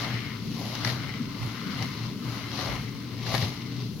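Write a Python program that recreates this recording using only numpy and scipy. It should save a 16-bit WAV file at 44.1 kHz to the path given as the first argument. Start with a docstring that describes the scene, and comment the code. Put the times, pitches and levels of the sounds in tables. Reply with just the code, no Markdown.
"""A small room, the microphone close to a bowl of sand that sits a little left of centre.
A metal coffee pot is pushed round in it, a little more than one turn a second. Grains grind under its
base, scratch and ring its wall, and spill with a fine hiss; now and then packed sand gives way in a
crunch or jammed grains crack. Under it all a low hum swells and fades over the room's steady rumble."""
import sys
import numpy as np
from scipy import signal
from scipy.fft import rfft, irfft
from scipy.io import wavfile
from scipy.ndimage import uniform_filter1d, map_coordinates

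SR = 44100
rng = np.random.default_rng(int(sys.argv[2]) if len(sys.argv) > 2 else 0)


def master_out(mix):
    """Clip the mix to full scale and print it as 16-bit PCM to the path in sys.argv[1]."""
    frames = np.transpose(np.atleast_2d(mix))
    ceiling = np.clip(frames, -1, 1)
    pcm = np.round(ceiling * 32767).astype(np.int16)
    wavfile.write(sys.argv[1], SR, pcm)


N = 176400
T = np.arange(N) / SR
FREQS = np.maximum(np.arange(N + 1) * SR / (2 * N), 1)
COARSE_PER_S, COARSE_SPREAD_DB = 2600, 2  # grains against the base and the wall
CRUSH_PER_S, CRUSH_SPREAD_DB = 22000, 2  # grains in crunches and cracks
ATTACK_S = .0012


def undb(db):
    """Decibels to gain."""
    return 10 ** (np.asarray(db) / 20)


def unit(x):
    """Scale to rms 1."""
    return x / np.sqrt(np.mean(x ** 2))


def curve(table, column=1):
    """Gain over time from one dB column of a table."""
    rows = np.array(table)
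    return undb(np.interp(T, rows[:, 0], rows[:, column]))


def over_hz(points):
    """Join points on a log-frequency axis."""
    hz, value = np.array(points).T
    return np.interp(np.log(FREQS), np.log(hz), value)


def colour(points):
    """Causal response from a spectrum. Each row: frequency in Hz, relative level in dB."""
    cepstrum = irfft(np.log(undb(over_hz(points))))
    cepstrum[1:N] *= 2
    cepstrum[N + 1:] = 0
    return np.exp(rfft(cepstrum))


def walk(rate):
    """Smooth random wander of rms 1, with rate new values a second."""
    step = max(int(SR / rate), 2)
    held = np.repeat(rng.standard_normal(N // step + 1), step)
    return unit(uniform_filter1d(held, step)[:N])


def burst(start, decay):
    """A quick rise and an exponential fall; times in seconds."""
    age = T - start
    return np.clip(age / ATTACK_S, 0, 1) * np.exp(-np.maximum(age - ATTACK_S, 0) / decay)


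def glide(pair, ratio):
    """Shift all the resonances of a sound by a moving frequency ratio."""
    position = np.cumsum(ratio)
    return np.array([map_coordinates(channel, [position], mode="mirror") for channel in pair])


def grains(rate, spread_db):
    """Tiny clicks of uneven size at random moments, about rate a second, as mid and side."""
    size = undb(spread_db * np.clip(rng.standard_normal(N), -2, 2))
    return unit((rng.random(N) < rate / SR) * size * rng.standard_normal((2, N)))


def place(pair, response):
    """Colour a mid and side pair and set it left of the microphone's centre, keeping its level."""
    # Each row: frequency in Hz, likeness of the two channels from 0 to 1.
    likeness = [(40,0.8),(130,0.94),(700,0.8),(1200,0.83),(2100,0.54),(3000,0.35),(5000,0),(12000,0)]
    # Each row: frequency in Hz, left minus right in dB.
    balance = [(60,1.5),(200,3.5),(700,6),(1300,9),(2400,5.5),(3900,6.5),(5200,11),(6200,8),(7400,-0.5),(11500,0),(15000,3.5)]
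    alike = over_hz(likeness)
    mid, side = rfft(pair, 2 * N) * response * np.sqrt([1 + alike, 1 - alike])
    lean = undb(over_hz(balance) / 2)
    stereo = irfft(np.array([(mid + side) * lean, (mid - side) / lean]))[:, :N]
    return stereo / np.std(stereo.mean(axis=0)) * np.sqrt(np.mean(pair ** 2))


def room_tone():
    """The room's steady low rumble, with a faint hiss."""
    # Each row: frequency in Hz, relative level in dB.
    spectrum = [(25,-13),(60,-2),(100,0.5),(200,3),(320,-4),(420,-3),(580,-21.5),(850,-25.5),(3000,-28),(8000,-34),(11500,-31.5),(16000,-27.5)]
    return undb(-43.5) * place(rng.standard_normal((2, N)), colour(spectrum))


def room(direct, t60_s=0.19, tail_db=-8):
    """Nearby walls add a short diffuse tail to the close sound."""
    tail = rng.standard_normal((2, N)) * undb(-60 * T / t60_s) * (T > .003)
    tail = undb(tail_db) * unit(tail) / np.sqrt(N)
    return direct + irfft(rfft(direct, 2 * N) * rfft(tail, 2 * N))[:, :N]


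def resonance(spectrum, levels):
    """Resonant noise, evened out and then made to follow a level curve."""
    rumble = place(rng.standard_normal((2, N)), colour(spectrum))
    running_rms = np.sqrt(uniform_filter1d(rumble.mean(axis=0) ** 2, size=2200))
    return curve(levels) * rumble / running_rms


def low_boom():
    """A low hum near 118 Hz swells and fades, sometimes with the scrapes, under a hollow rumble."""
    # Each row of both: frequency in Hz, relative level in dB.
    hum_spectrum = [(30,-35.5),(70,-42),(98,-21),(118,0.5),(132,-8.5),(150,-23.5),(250,-33.5),(800,-64.5)]
    hollow_spectrum = [(60,-25),(130,-7.5),(165,2.5),(200,0.5),(230,0.5),(255,-3.5),(283,1),(320,-13.5),(420,-16.5),(560,-27.5),(1500,-50.5)]
    # Each row of both: time in seconds, level in dB.
    hum_levels = [(0.0, -30), (0.07, -42.5), (0.15, -26.5), (0.2, -39.5), (0.8, -38.5), (0.86, -29),
                  (0.97, -36), (1.38, -42), (1.44, -30), (1.7, -59), (1.79, -30.5), (1.95, -46),
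                  (2.03, -31), (2.23, -50), (2.27, -30.5), (2.37, -41), (2.83, -35), (3.02, -42.5),
                  (3.44, -28), (3.56, -44.5), (3.84, -31.5), (4.0, -49)]
    hollow_levels = [(0.0, -38.5), (0.39, -41.5), (0.48, -33.5), (0.75, -41.5), (0.8, -37), (1.16, -40.5),
                     (1.19, -37.5), (1.59, -41.5), (1.68, -32.5), (1.78, -39), (1.84, -33.5), (1.92, -40.5),
                     (2.25, -36), (2.33, -40), (3.29, -40.5), (3.45, -34.5), (3.53, -42), (3.68, -37),
                     (4.0, -39.5)]
    return resonance(hum_spectrum, hum_levels) + resonance(hollow_spectrum, hollow_levels)


def bowl_bumps():
    """The bowl is nudged and answers with a soft hollow note."""
    # Each row: start in seconds, pitch in Hz, level in dB, time to swell in seconds.
    nudges = [(1.199,239,-23.5,0.0075),(2.67,59,-38.5,0.047)]
    notes = 0
    for start, hz, db, swell in nudges:
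        age = np.maximum(T - start, 0)
        envelope = age / swell * np.exp(1 - age / swell)
        notes += undb(db) * envelope * np.sin(2 * np.pi * hz * age)
    return notes * undb([[2.2], [-2.2]])  # louder on the left


def snaps():
    """Jammed grains break free against the metal with a short bright crack."""
    # Each row: start in seconds, level in dB.
    cracks = [(.7513,-26.5),(0.8471,-23),(1.824,-26.5),(2.516,-34),(3.3782,-25.5)]
    # Each row: frequency in Hz, relative level in dB.
    spectrum = [(500,-7),(1800,1.5),(2600,-7.5),(4100,3),(6000,-4),(8000,-25),(11500,-18),(16000,-27)]
    force = sum(undb(db) * burst(start, decay=0.0027) for start, db in cracks)
    return place(grains(CRUSH_PER_S, CRUSH_SPREAD_DB) * force, colour(spectrum))


def crunches():
    """Packed sand gives way in short avalanches that knock on the pot and die away."""
    # Each row: start in seconds, crunch level in dB, decay in seconds, knock level in dB.
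    avalanches = [(.036,-35,.008,-38),(.849,-29,0.0077,-40),(.8725,-27,0.007,-29.5),(0.8915,-31.5,0.0027,-34),(.899,-31,0.0043,-32),(2.589,-33,0.0075,-47),(2.608,-34,0.0034,-43.5),(3.264,-33,0.0071,-35),(3.341,-26,0.0032,-25.5),(3.348,-26.5,0.0078,-27),(3.423,-34,0.014,-39)]
    # The crunch and its knock through the pot. Each row: frequency in Hz, relative level in dB.
    crunch_spectrum = [(100,-1),(750,2.5),(1100,-6),(1850,9.5),(2600,-8),(4200,9),(6000,-9),(7800,-22),(11500,-16),(16000,-27)]
    knock_spectrum = [(100,-16),(400,-6),(560,-9),(760,2.5),(950,-14),(1800,-10),(6000,-32.5)]
    crush, knock = 0, 0
    for start, db, decay, knock_db in avalanches:
        envelope = burst(start, decay)
        crush += undb(db) * envelope
        knock += undb(knock_db) * envelope
    return (place(grains(CRUSH_PER_S, CRUSH_SPREAD_DB) * crush, colour(crunch_spectrum))
            + place(grains(CRUSH_PER_S, CRUSH_SPREAD_DB) * knock, colour(knock_spectrum)))


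def pot_ring(base, rush, rasp, split_hz=1500):
    """The pot's damped modes: grinding under the base drives the low ones, the wall's rasp the high."""
    # Each row: frequency in Hz, relative level in dB, seconds to fall by 60 dB.
    modes = [(646,11,0.059),(717,-1,0.053),(1046,13.5,0.029),(1165,12,0.09),(2100,1,0.028),(2200,-3,0.025),(2945,-6.5,0.06),(4090,2,0.028),(4275,2,0.016),(5120,-2,0.025)]
    low, high = np.zeros((2, N))
    for hz, db, t60 in modes:
        ring = undb(db) / np.sqrt(t60) * undb(-60 * T / t60) * np.sin(2 * np.pi * hz * T)
        if hz < split_hz:
            low += ring
        else:
            high += ring
    rub = rng.standard_normal((2, N))
    return (undb(-9) * place(rub * np.sqrt(base * rush), rfft(low, 2 * N))
            + undb(-5) * place(rub * np.sqrt(rasp * rush), rfft(high, 2 * N)))


def sand_spill(gain, judder):
    """Spilling sand makes a fine, high hiss."""
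    # Each row: frequency in Hz, relative level in dB.
    spectrum = [(3000,-2),(7000,2),(8400,-21),(9700,-2.5),(11300,3.5),(13000,-1),(16000,-13)]
    return undb(1.5) * place(grains(rate=13000, spread_db=1.5) * judder * gain, colour(spectrum))


def wall_scratch(scratch_gain, rasp_gain, judder):
    """Coarse grains drag along the pot's wall: a hollow scratch with a bright rasp above it."""
    # Each row of both: frequency in Hz, relative level in dB.
    scratch_spectrum = [(400,-38.5),(850,-12.5),(1100,1.5),(1370,1),(1650,-3),(2200,-20.5),(3000,-6.5),(5000,-32)]
    rasp_spectrum = [(1000,-34),(1450,-20.5),(1800,-7),(1980,-3),(2120,1.5),(2300,-5.5),(2520,-11),(2850,-7.5),(4000,-16),(8000,-41)]
    # The hollow resonance slides as the pot dips and rises. Each row: time in seconds, frequency ratio.
    slide = [(.15,1.05),(.6,.82),(.95,1.09),(1.39,0.87),(1.65,1.02),(2.1,.9),(2.4,1.004),(3.55,.88)]
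    pitch = np.interp(T, *np.array(slide).T)
    scratch = place(grains(COARSE_PER_S, COARSE_SPREAD_DB) * judder, colour(scratch_spectrum))
    rasp = place(grains(COARSE_PER_S, COARSE_SPREAD_DB) * judder * rasp_gain, colour(rasp_spectrum))
    return undb(-2.5) * scratch_gain * glide(scratch, pitch) + rasp


def base_grind(gain, judder, octaves_per_db=-0.03, firm_db=-41):
    """Coarse grains grind as sand packs under the base; the pitch rises as the level falls."""
    # Each row: frequency in Hz when the level is firm_db, relative level in dB.
    spectrum = [(30,-13),(70,2.5),(200,0),(400,-5),(560,0),(720,1.5),(930,-2),(1300,-11.5),(3500,-40.5)]
    pitch = 2 ** (octaves_per_db * (20 * np.log10(gain) - firm_db))
    grind = place(grains(COARSE_PER_S, COARSE_SPREAD_DB) * judder, colour(spectrum))
    return gain * glide(grind, pitch)


def sand_rush(gain, judder):
    """Fine grains rub past the pot in a bright rush."""
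    # Each row: frequency in Hz, relative level in dB.
    spectrum = [(300,-32),(1000,-16.5),(2000,-12),(2750,-1.5),(3400,-2.5),(4200,0.5),(5200,-4.5),(6200,-8.5),(7300,-25),(8500,-29.5),(16000,-43)]
    return undb(-1.35) * place(grains(rate=6000, spread_db=1.5) * judder * gain, colour(spectrum))


def circling_pot(judder_hz=131.1, judder_db=0.84):
    """The pot sticks and slips round the bowl, ringing as one judder shakes all its streams of grains."""
    # Each row: time in seconds, then relative levels in dB of the sand's rush, grinding under the base,
    # scratching on the wall, the wall's bright rasp and spilling sand.
    contact_levels = [(0.0, -37, -40.5, -39.5, -43.5, -53), (0.09, -44, -41.5, -42, -40, -58),
                      (0.21, -48.5, -54, -46, -41.5, -63.5), (0.33, -50, -60, -46, -47, -67),
                      (0.49, -46.5, -61, -54.5, -60.5, -60.5), (0.62, -45, -42.5, -53.5, -49.5, -53),
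                      (0.835, -39.5, -46, -42, -47.5, -58), (0.87, -40, -40.5, -38, -38, -48),
                      (0.91, -40, -39.5, -44.5, -47, -52), (1.0, -46.5, -48.5, -41.5, -48, -61.5),
                      (1.12, -48, -51.5, -48.5, -43, -64), (1.28, -48.5, -63, -49.5, -53.5, -68),
                      (1.44, -46, -46, -46.5, -49, -56.5), (1.65, -47, -60, -41, -47.5, -63.5),
                      (1.82, -42, -42.5, -42, -43, -56.5), (1.89, -46.5, -60, -45, -46.5, -58.5),
                      (2.05, -45, -50, -48, -51, -64), (2.17, -51, -62, -53.5, -59, -63),
                      (2.33, -44, -45.5, -42.5, -48, -55), (2.48, -46.5, -50.5, -46.5, -48.5, -61),
                      (2.6, -36.5, -41, -42, -51, -53.5), (2.7, -43, -38.5, -40, -40.5, -52.5),
                      (2.91, -50, -60, -53, -54, -66), (3.1, -51, -58, -50.5, -54, -68),
                      (3.23, -45.5, -47, -61, -52, -61.5), (3.28, -38.5, -41.5, -56, -47, -55),
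                      (3.35, -36, -35, -37, -39, -45), (3.38, -44, -44, -49, -44, -50),
                      (3.42, -35.5, -35, -50, -43.5, -50), (3.53, -46.5, -51.5, -51, -49, -58.5),
                      (3.68, -49, -60.5, -52.5, -53.5, -69.5), (3.82, -45.5, -54, -56, -58, -66),
                      (3.92, -51, -72, -63, -68, -63.5), (4.0, -52.5, -53, -78, -75.5, -56)]
    judder = unit(undb(judder_db * np.clip(walk(judder_hz), -2, 2)))
    rush, base, scratch, rasp, spill = (curve(contact_levels, column) for column in range(1, 6))
    return (sand_rush(rush, judder) + base_grind(base, judder) + wall_scratch(scratch, rasp, judder)
            + sand_spill(spill, judder) + pot_ring(base, rush, rasp))


def scene():
    """Pot and sand close to the microphone, with soft bumps, low hum and room tone underneath."""
    return room(circling_pot() + crunches() + snaps()) + low_boom() + bowl_bumps() + room_tone()


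def record(dry):
    """The recorder cuts the treble above 15.8 kHz."""
    return signal.sosfilt(signal.ellip(10, .1, 80, 15800, fs=SR, output="sos"), dry)


dry = scene()
out = record(dry)
master_out(out)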